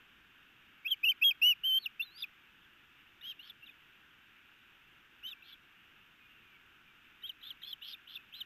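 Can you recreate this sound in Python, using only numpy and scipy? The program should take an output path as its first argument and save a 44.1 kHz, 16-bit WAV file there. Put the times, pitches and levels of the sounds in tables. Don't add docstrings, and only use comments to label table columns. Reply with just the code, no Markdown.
import sys
import numpy as np
from scipy import signal
from scipy.fft import rfft, irfft, next_fast_len
from scipy.io import wavfile
from scipy.ndimage import uniform_filter1d, map_coordinates

SR = 44100
rng = np.random.default_rng(int(sys.argv[2]) if len(sys.argv) > 2 else 0)


def level_to_linear(level):
    exponent = np.asarray(level, float) / 20
    return 10 ** exponent


def waveform_to_disk(signal):
    frames = np.transpose(np.atleast_2d(signal))
    scaled = np.clip(frames, -1, 1) * 32767
    samples = np.round(scaled).astype(np.int16)
    wavfile.write(sys.argv[1], SR, samples)


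N = 372644

# freq_hz, density_db
HISS_SPECTRUM = [(16, -7), (60, -6), (340, -6.5), (470, -16), (620, -19.5), (780, -14.5), (1100, -10.5),
                 (1400, -2), (1620, -1), (2000, -7), (2400, -3), (2760, 0), (3250, -7.5), (3650, -11.5),
                 (4200, -32), (5500, -63.5)]
# time_s, level_db
HISS_LEVEL = [
    (0.0, -67.5),
    (6.54, -68),
    (8.45, -67.5),
]
# start_s, end_s, first_hz, last_hz, peak_db
LEADS = [
    (.846, .879, 2170, 2780, -32.5),
    (1.031, 1.052, 2350, 2697, -25),
    (1.214, 1.241, 2346, 2763, -23),
    (3.684, 3.703, 2590, 2470, -51.5),
    (8.068, 8.084, 2340, 3290, -51),
]
# time_s, pitch_hz, level_db
HELD = [
    [(.878, 3260, -42), (.882, 3300, -38), (.895, 3240, -44), (.901, 3000, -48), (.908, 3460, -36),
     (.914, 3282, -31), (.92, 3163, -26), (.931, 3085, -28.4), (.944, 2860, -48)],
    [(1.05, 2950, -32.5), (1.053, 2931, -28.6), (1.068, 2800, -28.5), (1.084, 2690, -26),
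     (1.093, 3055, -25.5), (1.103, 3143, -25.5), (1.112, 3028, -29.5), (1.117, 2920, -45.3)],
    [(1.24, 3320, -33.6), (1.243, 3318, -25.5), (1.251, 3277, -23.1), (1.291, 3248, -25),
     (1.299, 3200, -27.5), (1.308, 3020, -40.2)],
    [(1.416, 2530, -43), (1.42, 2594, -28.4), (1.43, 2752, -23.8), (1.45, 2880, -23.8),
     (1.474, 2974, -23.1), (1.495, 2969, -24.7), (1.512, 2885, -25), (1.522, 2790, -28.5),
     (1.537, 2360, -44.7)],
    [(1.635, 2800, -47.4), (1.638, 2851, -35.9), (1.646, 3034, -32.8), (1.674, 3160, -29.8),
     (1.715, 3052, -30.7), (1.75, 3111, -28.5), (1.778, 3123, -26.9), (1.785, 3170, -28.7),
     (1.79, 3310, -47.5)],
]
# time_s, pitch_hz, level_db
WANDERING = [
    [(1.788, 4340, -60), (1.825, 4430, -59), (1.842, 4240, -60), (1.85, 4160, -57), (1.86, 3660, -59)],
    [(2.022, 4030, -55), (2.041, 4250, -62), (2.075, 3910, -59), (2.101, 3877, -65), (2.14, 4330, -67.5),
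     (2.165, 4660, -55.5), (2.193, 4980, -55.5), (2.216, 4800, -49.5), (2.224, 4610, -60)],
    [(3.226, 2863, -55), (3.245, 2950, -47.5), (3.27, 3260, -46), (3.296, 3240, -43), (3.314, 3100, -43.5),
     (3.33, 2460, -57)],
    [(5.228, 2450, -60), (5.237, 2835, -49), (5.255, 3025, -43), (5.268, 3100, -42), (5.272, 3050, -48),
     (5.292, 3165, -43.5), (5.3, 2980, -53), (5.322, 2820, -69)],
]
# octave_db, roughness_0_to_1, third_and_half_lines_db
VOICING = [
    (-38, .03, -12),
    (-35, .02, -12),
    (-37, .02, -7),
    (-27, .02, 3),
    (-39, .02, 6),
    (-30, .04, 0),
    (-40, .06, 0),
    (-29, .22, 0),
    (-27, .12, 0),
]
# start_s, end_s, first_hz, last_hz, peak_db
DIVES = [
    (.895, .915, 3690, 4000, -59),
    (1.822, 1.859, 4140, 3250, -49),
    (3.66, 3.683, 3880, 2600, -53.5),
]
# start_s, end_s, first_hz, last_hz, peak_db
EXITS = [
    (.94, .95, 2452, 2180, -45),
    (1.117, 1.129, 2600, 2205, -32),
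    (1.308, 1.326, 2703, 2276, -28),
    (1.858, 1.878, 3055, 2400, -31),
    (2.019, 2.05, 3460, 3680, -38.5),
    (2.238, 2.254, 2725, 2280, -36),
    (7.948, 7.958, 2660, 2300, -48.5),
    (8.168, 8.182, 2890, 2400, -42.5),
    (3.391, 3.425, 2710, 3080, -47.5),
]
# start_s, end_s, first_hz, last_hz, level_db
FAR_WHISTLES = [
    (1.455, 1.51, 2220, 2250, -63),
    (2.607, 2.64, 2873, 3725, -74),
    (2.636, 2.662, 3695, 3000, -73.5),
    (5.333, 5.56, 2320, 2350, -75),
    (6.19, 6.278, 2580, 2420, -71.5),
    (6.28, 6.409, 2810, 2690, -71.5),
    (6.41, 6.572, 2548, 2268, -75),
    (6.852, 6.94, 2430, 2280, -75),
    (7.648, 7.685, 2580, 2500, -72),
    (8.18, 8.225, 2534, 2520, -69),
]
# start_s, end_s, first_hz, last_hz, peak_db
JUMPS = [
    (1.995, 2.02, 2540, 2814, -32),
    (3.622, 3.652, 2580, 2850, -52.5),
    (5.423, 5.433, 2550, 2760, -53),
    (7.232, 7.271, 2860, 3380, -42),
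    (7.817, 7.838, 2570, 3160, -47),
    (8.324, 8.333, 2510, 2770, -52),
]
# start_s, end_s, throat_hz, level_db, upper_throat_db
RASPS = [(2.171, 2.25, 3630, -55.5, -19), (3.23, 3.334, 3240, -58.5, -11), (3.423, 3.518, 3200, -59.5, -12),
         (5.261, 5.316, 3240, -61, -12), (5.438, 5.55, 3300, -60.5, -17), (7.264, 7.291, 3140, -57, -30),
         (7.427, 7.518, 3200, -57.5, -26), (7.638, 7.745, 3300, -64, -3.5),
         (7.831, 7.948, 3230, -50, -11.5), (8.082, 8.181, 3300, -53.5, -20),
         (8.343, 8.423, 3120, -56.5, -20)]
# start_s, end_s, first_hz, last_hz, peak_db
LANDINGS = [
    (2.22, 2.239, 3960, 3300, -37.5),
    (3.495, 3.512, 3750, 3360, -49),
    (5.521, 5.546, 3600, 3310, -54.5),
    (7.931, 7.948, 3770, 3530, -46),
    (8.152, 8.168, 3735, 3410, -43.5),
]
# middle_s, pitch_hz, glide_hz_per_s, peak_db
PIPS = [
    (3.216, 1835, 22000, -59.5),
    (7.227, 1884, 13997, -63),
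    (7.319, 1915, -33000, -69),
    (7.417, 1930, 24002, -65.5),
    (7.526, 1980, -42000, -67),
    (7.622, 1920, 30000, -59.5),
    (7.817, 1780, 33000, -65),
    (8.434, 1920, -36000, -68),
]
# start_s, end_s, first_hz, last_hz, peak_db
HOARSE = [
    (3.268, 3.32, 3740, 3820, -61.5),
    (3.414, 3.463, 3020, 3270, -60.5),
    (7.426, 7.502, 2970, 3750, -51),
    (7.629, 7.655, 2970, 3370, -46.5),
    (7.663, 7.717, 3420, 3420, -47.5),
    (7.892, 7.928, 5050, 4800, -57),
    (8.327, 8.348, 2700, 3250, -55),
]
# start_s, end_s, top_hz, last_hz, top_db
ARCHES = [
    (3.394, 3.5, 4440, 3700, -71),
    (5.421, 5.533, 4400, 3750, -72.5),
    (7.428, 7.503, 4150, 3800, -62),
    (7.626, 7.729, 4300, 3700, -59),
    (7.822, 7.936, 4400, 3800, -60.5),
    (8.076, 8.157, 4200, 3800, -67),
    (8.34, 8.412, 4110, 3500, -55),
]
# start_s, end_s, top_hz, last_hz, top_db
HUMPS = [
    (3.677, 3.727, 3640, 2680, -66.5),
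    (5.267, 5.328, 3856, 3240, -54),
    (7.264, 7.293, 3770, 3650, -53.5),
]
# start_s, end_s, first_hz, last_hz, peak_db
SNAPS = [
    (5.33, 5.341, 2820, 2440, -44),
    (7.294, 7.313, 3230, 2720, -38),
    (7.505, 7.523, 3510, 2680, -40),
    (7.73, 7.742, 3320, 2900, -36.5),
    (8.4135, 8.428, 3240, 2790, -37),
]
# freq_hz, density_db
CIRCUIT_SPECTRUM = [(3000, -0.5), (6200, -2), (8500, -9), (11500, -11), (15000, -5.5)]

# peak_at_0_to_1, start_drop_db, end_drop_db, rise_power, fall_power, bend_power
LEAD = (.68, 23, 15, 1.9, 2.6, .75)
JUMP = (.5, 20, 15, 5, 4, .65)
EXIT = (.2, 10, 23, 1.5, 1.45, .75)
DIVE = (1.5, 10.4, 7.5, 3.9, 1.5, 1.8)
HOARSELY = (1.8, 2.3333, 10, 2.5, 2.5, .45)
SNAP = (.06, 2, 22, 1, 2.1, .8)
LEAD_OCTAVE_DB, EXIT_OCTAVE_DB, SNAP_OCTAVE_DB, HOARSE_OCTAVE_DB = -31.5, -23.5, -22.5, -19
CLEAR_ROUGH, LANDING_ROUGH, HOARSE_ROUGH = .02, .15, .5
NOTE_LEAD_S = .002
ARCH_TOP_AT, HUMP_TOP_AT = .68, .45


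def unit(x):
    return x / np.sqrt(np.mean(np.abs(x) ** 2) + 1e-20)


def filtered(x, response):
    m = next_fast_len(len(x) + 8192)
    return irfft(rfft(x, m) * response(np.fft.rfftfreq(m, 1 / SR)), m)[:len(x)]


def wobble(count, rate_hz):
    knots = rng.standard_normal(int(count / SR * 2000) + 4)
    return map_coordinates(knots, [np.arange(count) * min(rate_hz, 1900) / SR])


def fade(count, seconds):
    t = np.arange(count) / SR
    edge = np.clip(np.minimum(t, t[::-1]) / seconds, 0, 1)
    return np.sin(np.pi / 2 * edge) ** 2


def add(track, start_s, sound):
    track[round(start_s * SR):][:len(sound)] += sound


def hiss():
    cells = signal.stft(rng.standard_normal(N), nperseg=512)[2]
    patches = uniform_filter1d(rng.standard_normal(cells.shape), size=8, axis=0)
    patches = uniform_filter1d(patches, size=20, axis=1)
    noise = signal.istft(cells * level_to_linear(0.79 * unit(patches)), nperseg=512)[1][:N]
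    hz, density_db = np.transpose(HISS_SPECTRUM)
    colour = filtered(noise, lambda f: level_to_linear(np.interp(np.log(f + 1), np.log(hz), density_db)))
    s, level_db = np.transpose(HISS_LEVEL)
    return level_to_linear(np.interp(np.arange(N) / SR, s, level_db) + 5) * unit(colour)


def chick():
    track = np.zeros(N + SR)
    notes = [(rows, *voicing) for rows, voicing in zip(HELD + WANDERING, VOICING)]
    for table, shape, octave_db, rough in (
            (LEADS, LEAD, LEAD_OCTAVE_DB, CLEAR_ROUGH),
            (JUMPS, JUMP, LEAD_OCTAVE_DB, CLEAR_ROUGH),
            (EXITS, EXIT, EXIT_OCTAVE_DB, CLEAR_ROUGH),
            (SNAPS, SNAP, SNAP_OCTAVE_DB, CLEAR_ROUGH),
            (DIVES, DIVE, EXIT_OCTAVE_DB, CLEAR_ROUGH),
            (HOARSE, HOARSELY, HOARSE_OCTAVE_DB, HOARSE_ROUGH),
            (LANDINGS, JUMP, EXIT_OCTAVE_DB, LANDING_ROUGH)):
        notes += [glide(*row, shape, octave_db, rough) for row in table]
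    notes += [arch(*row, ARCH_TOP_AT) for row in ARCHES]
    notes += [arch(*row, HUMP_TOP_AT) for row in HUMPS]
    notes += [pip(*row) for row in PIPS]
    for rows, *voicing in notes:
        add(track, rows[0][0] - NOTE_LEAD_S, whistle(rows, *voicing))
    for start_s, end_s, throat_hz, level_db, upper_db in RASPS:
        add(track, start_s, level_to_linear(level_db) * rasp(end_s - start_s, throat_hz, upper_db))
    return track[:N]


def glide(start_s, end_s, first_hz, last_hz, peak_db, shape, octave_db, rough):
    peak, start_drop_db, end_drop_db, rise, fall, bend = shape
    u = np.linspace(0, 1, num=24)
    rising_db = start_drop_db * np.abs(1 - u / peak) ** rise
    falling_db = end_drop_db * np.abs((u - peak) / (1 - peak)) ** fall
    level_db = peak_db - np.where(u < peak, rising_db, falling_db)
    hz = first_hz + (last_hz - first_hz) * u ** bend
    mean_khz_up = ((first_hz + last_hz) / 2 - 2424) / 1000
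    return np.c_[start_s + (end_s - start_s) * u, hz, level_db], octave_db - 18.5 * mean_khz_up, rough


def whistle(rows, octave_db, rough, rich_db=0):
    s, hz, db = np.transpose(rows)
    n = round((s[-1] - s[0] + 0.0047) * SR)
    t = s[0] - NOTE_LEAD_S + np.arange(n) / SR
    pitch_hz = uniform_filter1d(np.interp(t, s, hz), size=200, mode="nearest") + 6 * wobble(n, 150)
    level_db = uniform_filter1d(np.interp(t, s, db), size=60, mode="nearest") + .2 * wobble(n, 250)
    level = level_to_linear(level_db)
    cycles = np.cumsum(pitch_hz) / SR

    stumble = (wobble(n, 420) + 1j * wobble(n, 420)) / np.sqrt(2)
    stumble = stumble * level_to_linear(4.6 * rough * wobble(n, 220))
    swing = np.exp(2j * np.pi * cycles) * unit(1 - rough + rough * stumble)
    effort = (level / level.max()) ** 0.1
    turn = swing / np.abs(swing) * effort
    octave = level_to_linear(octave_db) * turn
    third = level_to_linear(octave_db - 25.5 + rich_db) * turn ** 2
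    half = np.exp(1j * np.pi * cycles) * level_to_linear(6 * wobble(n, 70)) * np.exp(1j * wobble(n, 350))
    halfway = level_to_linear(-54 + rich_db) * half * (1 + .5 * turn)
    breath = level_to_linear(-45 + rich_db / 2) * (wobble(n, 1800) + 1j * wobble(n, 1800))
    tone = swing * (1 + octave + third + halfway + breath)
    return np.sqrt(2) * level * fade(n, .003) * tone.real


def far_bird():
    track = np.zeros(N + SR)
    for start_s, end_s, first_hz, last_hz, level_db in FAR_WHISTLES:
        n = round((end_s - start_s) * SR)
        pitch_hz = np.linspace(first_hz, last_hz, n) + 30 * wobble(n, 50)
        phase = 2 * np.pi * np.cumsum(pitch_hz) / SR
        level = level_to_linear(level_db + 8 + 2.2 * wobble(n, 45)) * fade(n, 0.0069)
        add(track, start_s, level * (np.sin(phase) + 0.05 * np.sin(phase / 2)))
    return track[:N]


def resonance(f, centre_hz, width_hz):
    damping = 1j * f * width_hz
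    return damping / (centre_hz ** 2 - f * f + damping)


def rasp(length_s, throat_hz, upper_db):
    n = round(length_s * SR)
    slaps = (rng.random(n) < 650 / SR) * level_to_linear(3.2 * rng.standard_normal(n))
    slaps = slaps + 0.09 * rng.standard_normal(n)
    gape = np.sin(np.pi * np.linspace(0, 1, n) ** 1.2) ** 2
    throat = unit(filtered(slaps, lambda f: resonance(f, throat_hz, 1.2 * 830) ** 3))
    upper = unit(filtered(slaps, lambda f: resonance(f, 5100, 1500) ** 6))
    return throat * fade(n, .009) + level_to_linear(upper_db) * gape * upper


def twig():
    track = np.zeros(N)
    decay = level_to_linear(-60 * np.arange(88) / SR / .002)
    add(track, 2.896, level_to_linear(-55) * rng.standard_normal(88) * decay)
    return filtered(track, lambda f: 1 / (1 + (3000 / (f + 1)) ** 4) / (1 + (f / 7000) ** 4))


def pip(middle_s, pitch_hz, glide_hz_per_s, peak_db):
    offset_s = 0.009 * np.array([-.5, 0, .5])
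    level_db = peak_db - np.array([6, 0, 6])
    return np.c_[middle_s + offset_s, pitch_hz + glide_hz_per_s * offset_s, level_db], 6.5, .05


def arch(start_s, end_s, top_hz, last_hz, top_db, top_at):
    foot_hz, leap = 3200, .55
    u = np.linspace(0, 1, num=40)
    before = np.clip(1 - u / top_at, 0, 1)
    after = np.clip((u - top_at) / (1 - top_at), 0, 1)
    climb = leap * before ** 8 + (1 - leap) * before ** 1.8
    hz = top_hz - (top_hz - foot_hz) * climb - (top_hz - last_hz) * after ** 2.6

    def near_throat(f):
        return np.exp(-((f - 3500) / 480) ** 2)

    throat_db = 12.5 + 6.5 * (2 * u - 1)
    level_db = top_db + throat_db * (near_throat(hz) - near_throat(top_hz))
    return np.c_[start_s + (end_s - start_s) * u, hz, level_db], -29, .33


def scene():
    voice = chick()
    t = np.arange(SR // 3) / SR
    decay = level_to_linear(-60 * t / .06) + 0.16 * level_to_linear(-60 * t / 0.4)
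    scatter = rng.standard_normal(len(t)) * decay
    nest = signal.fftconvolve(voice, scatter / np.linalg.norm(scatter))[:N]
    return (voice + level_to_linear(-24.5) * nest + far_bird() + twig() + hiss())[None]


def clock_mirror(x):
    clock_hz = 16000
    folded = 2 * x * np.cos(2 * np.pi * clock_hz * np.arange(N) / SR)
    return filtered(folded, lambda f: (f > clock_hz / 2) * np.clip(clock_hz / (f + 1) - 1, 0, .32) ** 1.3)


def circuit_noise():
    hz, density_db = np.transpose(CIRCUIT_SPECTRUM)
    noise = filtered(rng.standard_normal(N), lambda f: level_to_linear(np.interp(f, hz, density_db)))
    return level_to_linear(-78.5) * unit(noise)


def band_limit(x):
    return signal.sosfilt(signal.butter(12, 15660, fs=SR, output="sos"), x)


def record(dry):
    mixed = dry[0] + level_to_linear(-2.7) * clock_mirror(dry[0]) + circuit_noise()
    mix = filtered(mixed, lambda f: f < 15330)[None]
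    return band_limit(mix)


dry = scene()
out = record(dry)
waveform_to_disk(out)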